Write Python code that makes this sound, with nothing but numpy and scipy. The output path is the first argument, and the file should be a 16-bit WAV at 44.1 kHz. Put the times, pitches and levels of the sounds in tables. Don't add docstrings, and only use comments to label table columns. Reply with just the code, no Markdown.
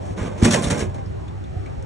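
import sys
import numpy as np
from scipy import signal
from scipy.fft import rfft, irfft
from scipy.io import wavfile
from scipy.ndimage import uniform_filter1d

SR = 44100
rng = np.random.default_rng(int(sys.argv[2]) if len(sys.argv) > 2 else 0)


def wav_record(signal):
    frames = np.transpose(np.atleast_2d(signal))
    bounded = np.clip(frames, -1, 1)
    quanta = np.round(bounded * 32767).astype(np.int16)
    wavfile.write(sys.argv[1], SR, quanta)


N = 81585
T = np.arange(N) / SR
F = np.maximum(np.arange(N + 1) * SR / (2 * N), 1)

# (f/Hz, relative level/dB)
OUTDOOR_COLOUR = [(20, -52), (35, -8.5), (60, 0.5), (110, -3), (160, -9), (230, -18.5), (400, -19),
                  (780, -23.5), (1200, -32), (2300, -40.5), (4300, -48.5), (6500, -52.5), (9000, -56),
                  (11000, -59)]
# (t/s, level/dB)
OUTDOOR_SWELL = [(0, -30), (.4, -31), (1.12, -28), (1.35, -29.5), (1.5, -29), (1.58, -27.5), (1.69, -27.5),
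                 (1.76, -28), (1.85, -29.5)]
# (t/s, relative level/dB)
MIDRANGE_THINNING = [(0, 3.5), (1.0, 0), (1.2, 0), (1.36, -1.5), (1.5, -4), (1.58, -2), (1.72, 0),
                     (1.85, 0)]
# (f/Hz, level/dB)
HUM_LINES = [(95, -36.5), (371, -46), (780, -49)]
# (t/s, length/s, panel level/dB, plastic level/dB)
RUBS = [(0, 0.13, -41.5, -53), (0.05, 0.041, -49, -56.5), (0.161, 0.12, -28, -46.5),
        (0.3, 0.081, -37.5, -60), (0.371, 0.086, -34, -45.5), (0.414, 0.039, -18.5, -29),
        (0.437, 0.056, -26, -30.5), (0.55, 0.12, -29, -40), (0.659, 0.17, -28.5, -39)]
# (t/s, panel level/dB, plastic level/dB, plastic decay/s)
BOTTLE_KNOCKS = [(0.4326, -33, -26.5, 0.014), (0.446, -31, -16.5, 0.0097), (0.4497, -9, -21, 0.011),
                 (.4595, -22, -38, .005), (0.465, -20, -40, 0.0087), (.475, -16.5, -42, 0.011),
                 (.506, -37, -25.5, 0.014), (0.5096, -36, -20.5, 0.027), (0.522, -25, -19.5, .008),
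                 (0.531, -16.5, -19, 0.018), (0.5399, -15, -15, 0.0043), (.544, -14.5, -20.5, 0.0074),
                 (0.557, -16, -28.5, 0.012), (0.5585, -24, -33.5, 0.008), (0.585, -24.5, -34.5, 0.011),
                 (0.621, -39, -31, .007), (0.6286, -36, -31.5, 0.015), (0.64, -43, -26, .004),
                 (0.644, -23.5, -29.5, 0.014), (.67, -40, -30.5, 0.01), (0.6997, -22, -24, 0.007),
                 (0.7044, -19.5, -21, 0.0072), (0.707, -16.5, -24, .011), (.719, -20, -34, 0.01),
                 (0.747, -21, -37, .006), (0.777, -37, -33, 0.011), (0.7924, -36, -28.5, 0.011),
                 (0.804, -23.5, -30, 0.01), (0.8214, -21.5, -44, 0.0044), (.851, -31, -58, 0.011)]
# (t/s, panel level/dB, plastic level/dB, plastic decay/s)
SETTLING_TICKS = [(0.895, -38.5, -52, 0.0098), (0.943, -35.5, -46.5, 0.0082), (.953, -35.5, -51.5, 0.013),
                  (0.982, -32.5, -69, 0.0078), (1.278, -41, -54.5, 0.0078), (1.438, -58, -52, 0.0044),
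                  (1.661, -48, -51, .004), (1.824, -58, -43.5, 0.0027)]
# (f/Hz, relative level/dB)
CLATTER_COLOUR = [(40, -22.5), (130, 10), (230, 10), (400, 2.5), (560, 0.5), (750, -7.5), (1000, -6.5),
                  (1300, -12), (2300, -14), (2800, -16), (3300, -18), (4300, -27.5), (7000, -25.5),
                  (12000, -39)]
# (f/Hz, relative level/dB)
CRACK_COLOUR = [(100, -20), (1500, -0.5), (3000, -2.5), (4500, -5), (6200, -2.5), (7500, -2.5),
                (9000, -6.5), (9700, -6.5), (11300, -10.5)]
# (f/Hz, relative level/dB)
PANEL_MODES = [(211, 0.5), (238, -4.5), (310, -6.5), (372, -1.5), (478, -4.5), (515, -8.5), (594, -4),
               (692, -14), (740, -18), (830, -10.5), (938, -7.5), (1062, -10.5), (1160, -16.5), (1237, -14),
               (1551, -12), (1686, -14.5), (2116, -13), (2540, -20.5)]
# (f/Hz, relative level/dB, t60/s)
SHELL_MODES = [(3130, -20, 0.044), (4400, -17, 0.036), (6130, 3, 0.15), (6310, 9, 0.049),
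               (6590, 12.5, 0.055), (6970, 4, 0.049), (8310, -12, 0.081), (8600, 1.5, 0.076)]
# (t/s, level/dB, contact time/ms)
CABINET_BLOWS = [(0.106, -17.5, 5.2), (.212, -12.5, 6.6), (0.426, -4, 1.78), (0.4374, -20, 7.5),
                 (0.4437, -17, 1.4), (0.4537, -22, 1.6), (0.512, -19.5, 1.5), (0.669, -15.5, 3.66),
                 (0.7174, -19.5, 1.85), (0.823, -18.5, 1.24), (1.066, -17, 6.5), (1.112, -23, 5.8),
                 (1.564, -16, 7.1), (1.776, -15.5, 7.3)]
# (f/Hz, gain/dB, t60/s)
CABINET_MODES = [(65, -8, 0.13), (102, 1.5, .11), (177, 4.5, 0.038), (210.4, -5.5, 0.16),
                 (237.8, -8.5, .15), (306, -9, 0.087)]
# (t/s, f/Hz, level/dB, decay/s)
SQUEAKS = [(.619, 9060, -34.5, 0.03), (0.635, 3650, -30, 0.015), (0.81, 2160, -32, 0.0037),
           (1.055, 5230, -51, 0.011), (1.278, 3520, -50, 0.0078), (1.439, 3530, -52, .008),
           (1.657, 2270, -44, 0.014), (1.66, 554, -40.5, 0.0082)]
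# (f/Hz, left minus right level/dB)
SLOT_BALANCE = [(60, -3.5), (200, 1), (350, -3), (600, -9.5), (820, -10.5), (1100, -7.5), (1550, -0.5),
                (2500, 2), (3200, 1), (11000, -0.5)]
# (f/Hz, left lead/rad)
SLOT_LEAD = [(20, 0), (250, -.25), (700, -1.4), (1000, -5.5), (1400, -6.3), (2400, -6.6), (2700, -9),
             (3600, -6.5), (4250, -6.3), (4700, -9.3), (4950, -9.6), (5250, -12.5), (7800, -12.6),
             (11000, -15.4)]
AIR_LEAD = [(20, 0), (90, -1.1), (260, -2.4), (700, -3.1), (1300, -3.7), (1750, -6.2), (2300, -6.4),
            (2700, -9.8), (4100, -12.5), (4800, -15.7), (5400, -18.8), (7900, -18.9), (11000, -22)]
# (f/Hz, coherence/0-1)
SLOT_COHERENCE = [(300, 1), (600, 1), (850, 0.28), (1800, 0.96), (2900, 0.43), (3900, 0.35), (4400, 0.3),
                  (4800, 0.89), (6500, 1), (7800, 0.77), (8500, 1)]
AIR_COHERENCE = [(80, 0.99), (250, 0.36), (450, 0.56), (800, 0.65), (1500, 0.086), (4000, 0.22), (5800, 1),
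                 (7800, 0.97), (9000, 1)]


def undb(db):
    return 10 ** (np.asarray(db) / 20)


def unit(x):
    return x / np.sqrt(np.sum(x ** 2))


def noise():
    return rng.standard_normal(N)


def walk(per_s):
    width = max(int(SR / per_s), 2)
    wander = uniform_filter1d(noise(), width, mode="wrap")
    wander = uniform_filter1d(wander, width, mode="wrap")
    return wander / wander.std()


def over_hz(points):
    hz, value = np.array(points, float).T
    return np.interp(np.log(F), np.log(hz), value)


def fader(points):
    return undb(np.interp(T, *np.array(points).T))


def through(x, response):
    return signal.fftconvolve(x, response)[:N]


def colour(x, points):
    cepstrum = irfft(np.log(undb(over_hz(points))))
    cepstrum[1:N] *= 2
    cepstrum[N:] = 0
    response = irfft(np.exp(rfft(cepstrum)))[:N]
    return through(x, unit(response))


def fade(t60):
    return np.exp(-np.log(1000) * T / t60)


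def ring(hz, t60):
    return np.sin(2 * np.pi * hz * T) * fade(t60)


def burst(start, attack, length, decay):
    return np.clip((T - start) / attack, 0, 1) * np.exp(-np.maximum(T - start - length, 0) / decay)


def outdoors(flicker_db=3.8):
    spectrum = rfft(colour(noise(), OUTDOOR_COLOUR), 2 * N)
    edges_hz = 200 * 2 ** (np.arange(12) / 4)
    band = np.digitize(F, edges_hz)
    low, *middle, high = [irfft(spectrum * (band == k))[:N] for k in range(band.max() + 1)]
    flickering = sum(part * undb(flicker_db * walk(per_s=13)) for part in middle)
    return fader(OUTDOOR_SWELL) * (low + high + fader(MIDRANGE_THINNING) * flickering)


def compressor(drift=0.0188, waver_db=6):
    clock = np.cumsum(1 + drift * walk(per_s=13.4)) / SR
    hum = 0
    for hz, db in HUM_LINES:
        rms = undb(db + waver_db * walk(per_s=32))
        hum = hum + np.sqrt(2) * rms * np.sin(2 * np.pi * hz * clock)
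    return hum


def contact(surface, linger=1, knock_rise_s=0.0017, stutter_s=0.003, grain_s=0.0006):
    column = ("panel", "plastic").index(surface)
    rub_power = hit_power = 0
    for start, length, *levels in RUBS:
        envelope = burst(start, attack=0.016, length=length, decay=0.018)
        rub_power += (undb(levels[column]) * envelope) ** 2
    for start, *levels, decay in BOTTLE_KNOCKS + SETTLING_TICKS:
        envelope = burst(start, knock_rise_s, knock_rise_s, decay * linger)
        hit_power += (undb(levels[column]) * envelope) ** 2
    stutter = undb(db=2.2 * walk(1 / stutter_s)) ** 2
    grains = noise() * undb(db=1.8 * walk(1 / grain_s))
    return np.sqrt(hit_power + rub_power * stutter / stutter.mean()) * grains / grains.std()


def panels(force, bend=0.007, scatter_db=2.5, tumble_per_s=14, lowest_t60_s=0.45):
    lowest_hz = PANEL_MODES[0][0]
    steel = 0
    for hz, db in PANEL_MODES:
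        t60 = lowest_t60_s * (lowest_hz / hz) ** 0.35
        coupling = undb(scatter_db * walk(tumble_per_s))
        coupling /= np.sqrt(np.mean(coupling ** 2))
        tone = through(force * coupling, unit(ring(hz, t60)))
        bent_time = T + bend / tumble_per_s * walk(tumble_per_s)
        steel = steel + undb(db) * np.interp(bent_time, T, tone)
    return steel / np.sqrt(sum(undb(db) ** 2 for hz, db in PANEL_MODES))


def shell(crack):
    response = sum(undb(db) * unit(ring(hz, t60)) for hz, db, t60 in SHELL_MODES)
    return through(crack, unit(response))


def gate_and_bottle(slot_db=-10.5, panel_db=-7.5, shell_db=-19):
    force = contact("panel", linger=1.71)
    crack = colour(contact("plastic"), CRACK_COLOUR)
    direct = colour(force, CLATTER_COLOUR) + crack
    slot = through(direct, unit(noise() * fade(t60=0.17)))
    return direct + undb(slot_db) * slot + undb(panel_db) * panels(force) + undb(shell_db) * shell(crack)


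def cabinet(panel_db=-2):
    push = 0
    for start, db, contact_ms in CABINET_BLOWS:
        half_sine = np.sin(np.pi * np.clip((T - start) * 1000 / contact_ms, 0, 1))
        push = push + undb(db) * half_sine / half_sine.sum()
    boom = sum(undb(db) * ring(hz, t60) for hz, db, t60 in CABINET_MODES)
    return through(push, boom) + undb(panel_db) * panels(push)


def squeaks(relative_width=0.05, rise_s=0.0054):
    sound = 0
    for start, hz, db, decay in SQUEAKS:
        t60 = np.log(1000) / (np.pi * relative_width * hz)
        tone = through(noise(), unit(ring(hz, t60)))
        sound = sound + undb(db) * burst(start, rise_s, rise_s, decay) * tone
    return sound


def microphones(mid, side, coherence, lead, balance_db=0):
    likeness = np.clip(over_hz(coherence), 0, 1)
    common = rfft(mid, 2 * N) * np.sqrt((1 + likeness) / 2)
    apart = rfft(side, 2 * N) * np.sqrt((1 - likeness) / 2)
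    left = (common + apart) * undb(balance_db / 2) * np.exp(1j * over_hz(lead))
    right = (common - apart) * undb(-balance_db / 2)
    return irfft(np.array([left, right]))[:, :N]


def scene():
    drop_mid = gate_and_bottle() + cabinet() + squeaks()
    drop_side = gate_and_bottle() + squeaks()
    drop = microphones(drop_mid, drop_side, SLOT_COHERENCE, SLOT_LEAD, over_hz(SLOT_BALANCE))
    background = microphones(outdoors() + compressor(), outdoors(), AIR_COHERENCE, AIR_LEAD)
    return drop + background


def record(dry, low_cut_hz=74, ceiling=1.1, top_hz=11300):
    low_cut = signal.butter(2, low_cut_hz, "high", fs=SR, output="sos")
    top_cut = signal.ellip(10, 0.2, 80, top_hz, fs=SR, output="sos")
    rounded = ceiling * np.tanh(signal.sosfilt(low_cut, dry) / ceiling)
    return signal.sosfilt(top_cut, rounded)


dry = scene()
out = record(dry)
wav_record(out)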